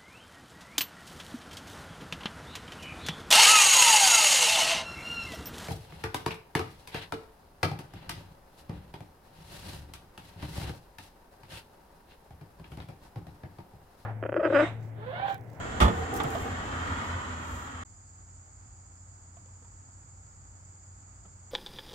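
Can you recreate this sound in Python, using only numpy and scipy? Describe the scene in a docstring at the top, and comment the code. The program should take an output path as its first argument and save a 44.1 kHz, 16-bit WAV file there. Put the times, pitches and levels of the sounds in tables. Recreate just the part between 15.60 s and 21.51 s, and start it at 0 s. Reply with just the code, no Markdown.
"""Oil is poured from a plastic jug into a funnel on an engine, outdoors, with insects chirring throughout.
First the jug knocks on the funnel as it is lifted, then its oil slops and glugs.
Next a car passes on a road nearby, until all sound drops out for an instant and the car is gone.
Last, the thick oil runs almost silently, with a few soft plops, while a far motor drones."""
import sys
import numpy as np
from scipy import signal
from scipy.fft import rfft, irfft, next_fast_len
from scipy.io import wavfile
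from scipy.ndimage import uniform_filter1d

SR = 44100
rng = np.random.default_rng(int(sys.argv[2]) if len(sys.argv) > 2 else 0)


def to_wav(s):
    """Save 16-bit WAV."""
    ch = np.atleast_2d(s).T  # columns
    pcm = np.round(np.clip(ch, -1, 1) * 32767)  # PCM
    wavfile.write(sys.argv[1], SR, pcm.astype(np.int16))


N = 260631
PADDED = next_fast_len(N, real=True)
TIME, FREQS = np.arange(N) / SR, np.fft.rfftfreq(PADDED, 1 / SR)
GAP_START_S, GAP_END_S = 2.236, 2.25
CAR_LAG_MS, YARD_LAG_MS, JUG_LAG_MS = 0.29, 0.355, -0.365  # how much later the right ear hears each

# How far the jug, the car and the open air lean to the left: pitch_hz, left_minus_right_db
JUG_SIDE = [(100, 3.5), (400, -5), (1200, -6), (2200, 0.5), (3400, -7), (5000, 0), (8000, -3.5),
            (13000, 3.5)]
CAR_SIDE = [(100, 1.5), (380, -2), (800, -1), (1200, 1), (2300, -0.5), (3300, -2.5), (5000, -0.5),
            (8000, -0.5), (14000, 4.5)]
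AIR_SIDE = [(100, -0.5), (500, -2), (1300, 0.5), (3000, -2.5), (5000, 0), (6500, 0), (7700, -5.5),
            (8500, -2), (12000, 9.5)]


def knocks(hard_db=-20, heavy_db=-21):
    """The jug knocks on the funnel: harder hits sound brighter, heavier ones clatter longer."""
    # A rattle, then light taps: start_s, clatter_db, ring_db
    hits = [(.2018, -19.5, -23), (0.2129, -20, -17), (0.223, -23.5, -22), (.240, -25.5, -22.5),
            (.263, -40, -23), (.279, -27, -20.5), (0.552, -36, -39), (0.6009, -24, -55), (0.64, -31, -38)]
    out = np.zeros((2, N))
    for start_s, clatter_db, ring_db in hits:
        tilt = 0.4 * (clatter_db - hard_db)
        stretch = 2 ** ((ring_db - heavy_db) / 26)  # 26 dB more ring doubles the clatter time
        add(out, start_s, plastic_hit(clatter_db, ring_db, tilt, stretch))
    return out


def plastic_hit(clatter_db, ring_db, tilt_db_per_octave, stretch, ring_trim_db=-5, size=16384):
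    """One hit makes a short, noisy clatter and sets the hollow plastic ringing."""
    # Tone of the clatter: pitch_hz, level_db
    clatter_tone = [(150, -46.5), (250, -5), (436, -4.5), (708, -2.5), (772, -9.5), (1210, 2.5),
                    (1660, -8.5), (1840, -4.5), (2650, -12), (3370, -6.5), (4080, -19.5), (8030, -24.5),
                    (15800, -37.5)]
    # Time the clatter takes to fade by 60 dB: pitch_hz, fade_s
    clatter_fades = [(300, 0.36), (1200, 0.2), (3400, 0.14), (12000, 0.19)]
    # Notes of the jug and funnel: pitch_hz, level_db, fade_s
    notes = [(107, 0.5, 0.21), (169, -2.5, 0.26), (204, 2, 0.228), (238.8, -8, 0.11), (358, -8, 0.286),
             (463, -21.5, 0.18), (704, -10.5, 0.044), (871.7, -0.5, 0.14), (1231, -1, 0.14),
             (1760, -11, 0.16), (2180, -24, 0.14), (3000, -15.5, 0.089), (3440, -9, 0.071),
             (4200, -18.5, 0.11)]
    t, hz = TIME[:size], np.fft.rfftfreq(size, 1 / SR)
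    tone_db = curve(clatter_tone, hz) + tilt_db_per_octave * np.log2(hz / 1000 + 0.16)
    burst = noise(tone_db, JUG_SIDE, JUG_LAG_MS, size)
    # Split the noise into bands so that each fades at its own speed.
    band_hz, age_s, bands = signal.stft(burst, SR, nperseg=128)
    bands = bands * gain_of(-60 * age_s / stretch / curve(clatter_fades, band_hz)[:, None])
    clatter = signal.istft(bands, SR, nperseg=128)[1][:, :size]
    ear_time = t - np.array([[0], [JUG_LAG_MS]]) / 1000
    ring = np.zeros((2, size))
    for pitch_hz, db, fade_s in notes:
        wave = np.sin(2 * np.pi * (pitch_hz * ear_time + rng.random()))
        ring += panned(curve(JUG_SIDE, pitch_hz)) * gain_of(db - 60 * t / fade_s) * wave
    onset = 1 - np.exp(-t / 0.00087)
    return (gain_of(clatter_db) * clatter + gain_of(ring_db + ring_trim_db) * ring) * onset


def thumps(side_db=-2):
    """The weight of the full jug shifts: a few deep cycles swell and die."""
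    # Shifts of weight: start_s, pitch_hz, level_db, length_s
    shifts = [(0.2017, 63, -13.5, 0.081), (0.329, 83.3, -29, 0.15), (1.871, 60.3, -39.5, 0.14)]
    out = np.zeros((2, N))
    for start_s, hz, db, length_s in shifts:
        t = TIME[TIME < length_s]
        swell = np.sin(np.pi * t / length_s)
        add(out, start_s, gain_of(db) * panned(side_db) * swell * np.sin(2 * np.pi * hz * t))
    return out


def bubbles(fade_at_700_hz_s=0.049, side_db=-2):
    """Air bubbles in the oil ring and splat on the funnel; bigger, lower ones ring longer."""
    # Glugs, then soft plops: start_s, pitch_hz, level_db, glide_octaves_per_s
    plops = [(.601, 1000, -23, 5), (0.605, 754, -23, 27), (0.648, 140, -23, 1), (0.75, 648, -18.5, 7),
             (3.768, 670, -45.5, 4), (3.858, 540, -51, -4), (3.885, 950, -53, 19), (4.022, 477, -51.5, 0),
             (4.047, 940, -50, -4), (5.649, 1334, -50.5, -5), (5.653, 750, -49.5, -28),
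             (5.655, 174, -49.5, 0)]
    out, t = np.zeros((2, N)), TIME[:8192]
    onset = 1 - np.exp(-t / 0.003)
    for start_s, hz, db, glide in plops:
        fade_s = fade_at_700_hz_s * np.sqrt(700 / hz)
        wave = np.sin(2 * np.pi * np.cumsum(hz * 2 ** (glide * t)) / SR) * onset
        add(out, start_s, gain_of(db - 60 * t / fade_s) * panned(side_db) * wave)
        splat = plastic_hit(clatter_db=db - 11, ring_db=db - 22, tilt_db_per_octave=-2, stretch=0.4)
        add(out, start_s, splat)
    return out


def slosh(peak_s=0.69, peak_db=-36.5, rise_db_per_s=16, fall_db_per_s=49, lumpy_db=3):
    """Oil slops in the jug, swelling as it tips and then settling."""
    # Ringing hollows of the jug: pitch_hz, width_hz, level_db
    hollows = [(348, 172, -8.5), (459.8, 28, 2), (774, 80, -2), (1243, 55, -6)]
    since = TIME - peak_s
    db = peak_db + np.minimum(rise_db_per_s * since, -fall_db_per_s * since)
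    return noise(humps(hollows, FREQS), CAR_SIDE, YARD_LAG_MS) * gain_of(db + lumpy_db * waver(27))


def snaps(fade_s=0.033, size=8192):
    """The film of oil at the spout breaks with a short, grainy fizz."""
    # Breaks of the film: start_s, level_db
    breaks = [(0.5403, -37.5), (0.635, -37), (0.703, -44), (.8175, -48)]
    # Tone of the fizz: pitch_hz, level_db
    fizz_tone = [(3000, -9), (6000, -6), (9000, -2), (13000, -3), (15800, -5)]
    out = np.zeros((2, N))
    t, hz = TIME[:size], np.fft.rfftfreq(size, 1 / SR)
    for start_s, db in breaks:
        fizz = noise(curve(fizz_tone, hz), JUG_SIDE, JUG_LAG_MS, size)
        grain = unit_level(uniform_filter1d(rng.exponential(1, size) ** 2, size=30))
        add(out, start_s, gain_of(db - 60 * t / fade_s) * fizz * grain)
    return out


def swishes(grain_db=2):
    """The oily jug rubs in the hand, hissing softly with each move, and the oil film at the spout sizzles
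    briefly."""
    # Slides and turns of the jug, and at 0.566 s and 0.768 s sizzles of the oil film at the spout: middle_s,
    # half_length_s, level_db
    moves = [(.38, .08, -61), (0.566, 0.024, -44.5), (0.768, 0.12, -55), (1.47, .05, -66),
             (1.95, 0.13, -59.5)]
    # Tone of the rubbing: pitch_hz, level_db
    rub_tone = [(3000, -20), (6000, 2), (9000, -2), (12500, -2), (15800, -4.5)]
    level = sum(gain_of(db) * np.exp(-((TIME - s) / half_s) ** 2) for s, half_s, db in moves)
    return noise(curve(rub_tone, FREQS), JUG_SIDE, JUG_LAG_MS) * level * gain_of(grain_db * waver(200))


def trickle(start_s=2.4, bubbles_per_s=30, quietest_db=-73, low_hz=700, high_hz=1600, fade_s=0.022):
    """Tiny bubbles ring at random moments where the stream folds into the funnel."""
    out, t = np.zeros((2, N)), TIME[:2048]
    span_s = TIME[-1] - start_s
    onset = 1 - np.exp(-t / 0.001)
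    for when, pitch, strength, side in rng.random((round(bubbles_per_s * span_s), 4)):
        hz = low_hz * (high_hz / low_hz) ** pitch
        wave = np.sin(2 * np.pi * hz * t * (1 + 2 * t)) * onset
        level = gain_of(quietest_db + 6.7 * strength ** 2 - 60 * t / fade_s)
        add(out, start_s + when * span_s, level * panned(8 * (side - 0.5)) * wave)
    return out


def car(firing_hz=85, sag_hz_per_s=1.19, flutter_db=5, wander=0.0205):
    """A car passes with tyre roar, road rumble and a fluttering, slowly falling exhaust note."""
    # Tone of the road rumble: pitch_hz, level_db
    road_tone = [(20, -15.5), (40, -7), (60, -1.5), (100, 1), (160, -6.5), (260, -4), (350, -9), (480, -9),
                 (800, -11), (1300, -19.5), (3000, -54.5)]
    # Parts of the exhaust note: pitch_multiple, level_db
    harmonics = [(1, 3), (2, -16), (3, -6)]
    rumble = noise(curve(road_tone, FREQS), CAR_SIDE, CAR_LAG_MS)
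    rumble *= gain_of(passing(beside_db=-39, far_loss_db=-1.26, leaving_db_per_s=12.6))
    hz = firing_hz - sag_hz_per_s * since_pass()
    exhaust = drone(hz * (1 + wander * waver(24)), harmonics)
    exhaust *= gain_of(passing(beside_db=-41, far_loss_db=10) + flutter_db * waver(14))
    return tyres() + rumble + exhaust


def tyres(bay_db=-3, echo_gain=0.55, right_sooner_ms=0.25):
    """Tyre roar rings in the engine bay and bounces off the raised hood as the car moves."""
    # Tone of the roar: pitch_hz, level_db
    roar_tone = [(350, -34.5), (600, -4.5), (707, -2.5), (1400, -1.5), (1670, -0.5), (1920, -10),
                 (2590, -10.5), (3190, -11.5), (4310, -19.5), (5900, -23.5), (6950, -20.5), (10300, -37),
                 (15800, -45)]
    # Ringing of the engine bay: pitch_hz, width_hz, level_db, left_minus_right_db
    bay_notes = [(970, 37, 1.5, -1), (1440, 136, -5, -14), (1834, 147, -1.5, -2.5), (1950, 110, -3, 1.5),
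                 (2175, 59, -3, 3.5), (3115, 110, -9.5, 0.5), (3274, 220, -13.5, 1)]
    # Changing echo off the hood: time_s, delay_ms
    hood_echo = [(0, 3.03), (.8, 2.81), (1.55, 2.23), (2.23, 2.54)]
    # Whine of the tread: pitch_hz, width_hz, level_db
    tread_band = [(1212, 260, 0.5)]
    bay_tone = np.array([humps([(hz, width, db + ear * side) for hz, width, db, side in bay_notes], FREQS)
                         for ear in (0.5, -0.5)])
    roar = noise(curve(roar_tone, FREQS), CAR_SIDE, CAR_LAG_MS)
    roar += gain_of(bay_db) * noise(bay_tone, CAR_SIDE, CAR_LAG_MS)
    delay_ms = np.interp(TIME, *np.transpose(hood_echo))
    echo = np.array([np.interp(TIME - ms / 1000, TIME, ear)
                     for ear, ms in zip(roar, (delay_ms, delay_ms - right_sooner_ms))])
    roar_db = passing(beside_db=-37.5, far_loss_db=3.93, leaving_db_per_s=6.5) + 0.5 * waver(25)
    tread = noise(humps(tread_band, FREQS), CAR_SIDE, CAR_LAG_MS)
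    tread_db = passing(beside_db=-40, far_loss_db=11.9, leaving_db_per_s=-2)
    return gain_of(roar_db) * unit_level(roar + echo_gain * echo) + gain_of(tread_db) * tread


def passing(beside_db, far_loss_db, leaving_db_per_s=0, speed_m_per_s=22, road_m=5.5):
    """Level in dB of one car sound as it nears and leaves; a negative loss is a gain."""
    nearness = road_m / np.hypot(road_m, speed_m_per_s * since_pass())
    return beside_db - far_loss_db * (1 - nearness) - leaving_db_per_s * np.maximum(since_pass(), 0)


def since_pass(closest_s=1.35):
    """Seconds since the car was closest, negative before then."""
    return TIME - closest_s


def far_motor(start_hz=88.3, rise_hz_per_s=0.527, start_db=-56.5, rise_db_per_s=0.86, swell_db=1.5):
    """A far motor drones, swelling and sinking; after the gap it slowly picks up."""
    # Parts of the drone: pitch_multiple, level_db
    harmonics = [(1, -2), (2, -20)]
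    since = np.maximum(TIME - GAP_END_S, 0)
    hz = (start_hz + rise_hz_per_s * since) * (1 + 0.0063 * waver(11.6))
    return drone(hz, harmonics) * gain_of(start_db + rise_db_per_s * since + swell_db * waver(6))


def open_air(rumble_db=-56, wash_db=-63.5):
    """The outdoors: a low rumble under a soft wash of air."""
    # Tone of the rumble: pitch_hz, level_db
    rumble_tone = [(20, -20.5), (38, -14.5), (54, 5.5), (76, -10), (104, 2), (135, -7.5), (170, -17),
                   (280, -17.5), (380, -26.5), (800, -59)]
    # Tone of the wash: pitch_hz, level_db
    wash_tone = [(180, -26), (300, -8), (424, -9), (684, -6.5), (779, -4), (896, -3), (1130, -8),
                 (1240, -2.5), (1610, -9), (2230, -15.5), (2740, -22), (4000, -25), (5200, -51.5),
                 (8800, -120)]
    rumble = gain_of(rumble_db) * noise(curve(rumble_tone, FREQS), AIR_SIDE, YARD_LAG_MS)
    wash = gain_of(wash_db + 0.5 * waver(21)) * noise(curve(wash_tone, FREQS), AIR_SIDE, YARD_LAG_MS)
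    return rumble + wash


def insects(level_db=-57, throb_db=0.5, early_boost_db=3.5):
    """Many far insects blend into a slightly throbbing chirr, louder before the gap."""
    # Insect choruses: pitch_hz, width_hz, level_db
    choruses = [(4690, 550, -16.5), (5310, 833, -17.5), (6090, 43, -8.5), (6736, 486, -2.5), (7140, 500, 1),
                (7640, 610, -6), (8340, 460, -19), (8475, 36, -6.5), (9000, 230, -29)]
    chirr = noise(humps(choruses, FREQS), AIR_SIDE, YARD_LAG_MS)
    return chirr * gain_of(level_db + throb_db * waver(52) + early_boost_db * (TIME < GAP_START_S))


def hiss(level_db=-82):
    """A faint, steady, very high hiss."""
    # Tone of the hiss: pitch_hz, level_db
    hiss_tone = [(3000, -17), (6000, -25), (15800, 32)]
    return gain_of(level_db) * noise(curve(hiss_tone, FREQS), AIR_SIDE, YARD_LAG_MS)


def noise(tone_db, side, lag_ms, size=PADDED):
    """Stereo noise with a given tone, left-right balance and delay between the ears."""
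    # How alike the two ears' sounds are: pitch_hz, likeness
    ear_likeness = [(130, 0.94), (260, 0.99), (450, 0.075), (800, 0.44), (1700, 0.43), (3000, 0.093),
                    (8000, 0.066), (15000, 0.143)]
    hz = np.fft.rfftfreq(size, 1 / SR)
    left, other = rfft(rng.standard_normal((2, size)))
    alike = curve(ear_likeness, hz)
    right = alike * left * np.exp(-2j * np.pi * hz * lag_ms / 1000) + np.sqrt(1 - alike ** 2) * other
    spectrum = np.array([left, right]) * gain_of(tone_db) * panned(curve(side, hz))
    return unit_level(irfft(spectrum, size)[:, :N])


def drone(hz, harmonics):
    """An engine note: pure tones at multiples of its firing rate."""
    turns = np.cumsum(hz) / SR
    return unit_level(sum(gain_of(db) * np.sin(2 * np.pi * k * turns) for k, db in harmonics))


def waver(rate_hz):
    """A random wobble, mostly slower than rate_hz."""
    spectrum = rfft(rng.standard_normal(PADDED)) * np.exp(-(FREQS / rate_hz) ** 2)
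    return unit_level(irfft(spectrum, PADDED)[:N])


def humps(peaks, hz):
    """A tone curve in dB with a rounded hump at each peak."""
    power = sum(gain_of(db) ** 2 * 2 ** -((2 * (hz - f) / width) ** 2) for f, width, db in peaks)
    return 10 * np.log10(power + 1e-9)


def curve(points, hz):
    """Joins (pitch_hz, value) points, giving each octave equal room."""
    pitches, values = np.transpose(points)
    return np.interp(np.log(hz + 1), np.log(pitches + 1), values)


def gain_of(db):
    """Turns decibels into a multiplier."""
    return 10 ** (np.asarray(db) / 20)


def panned(side_db):
    """Left and right gains for a level difference."""
    return gain_of(np.array([[0.5], [-0.5]]) * side_db)


def unit_level(x):
    """Scales a signal to an average (rms) level of 1."""
    return x / np.sqrt(np.mean(x ** 2) + 1e-20)


def add(mix, start_s, sound):
    """Mixes a sound in from start_s."""
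    part = mix[..., round(start_s * SR):][..., :sound.shape[-1]]
    part += sound[..., :part.shape[-1]]


def scene():
    """Jug and oil over the outdoor background; the car is heard only before the gap."""
    faint_hiss = hiss()
    jug = knocks() + thumps() + swishes()
    oil = slosh() + bubbles() + snaps() + trickle()
    return jug + oil + car() * (TIME < GAP_START_S) + far_motor() + open_air() + insects() + faint_hiss


def record(dry, cutoff_hz=15850):
    """Silences the brief gap and removes the very highest treble."""
    sounding = (TIME < GAP_START_S) | (TIME > GAP_END_S)
    gate = uniform_filter1d(sounding.astype(float), size=60)
    low_pass = signal.firwin(511, cutoff_hz, window=("kaiser", 9), fs=SR)
    return signal.oaconvolve(dry * gate, low_pass[None], "same")


dry = scene()
out = record(dry)
to_wav(out)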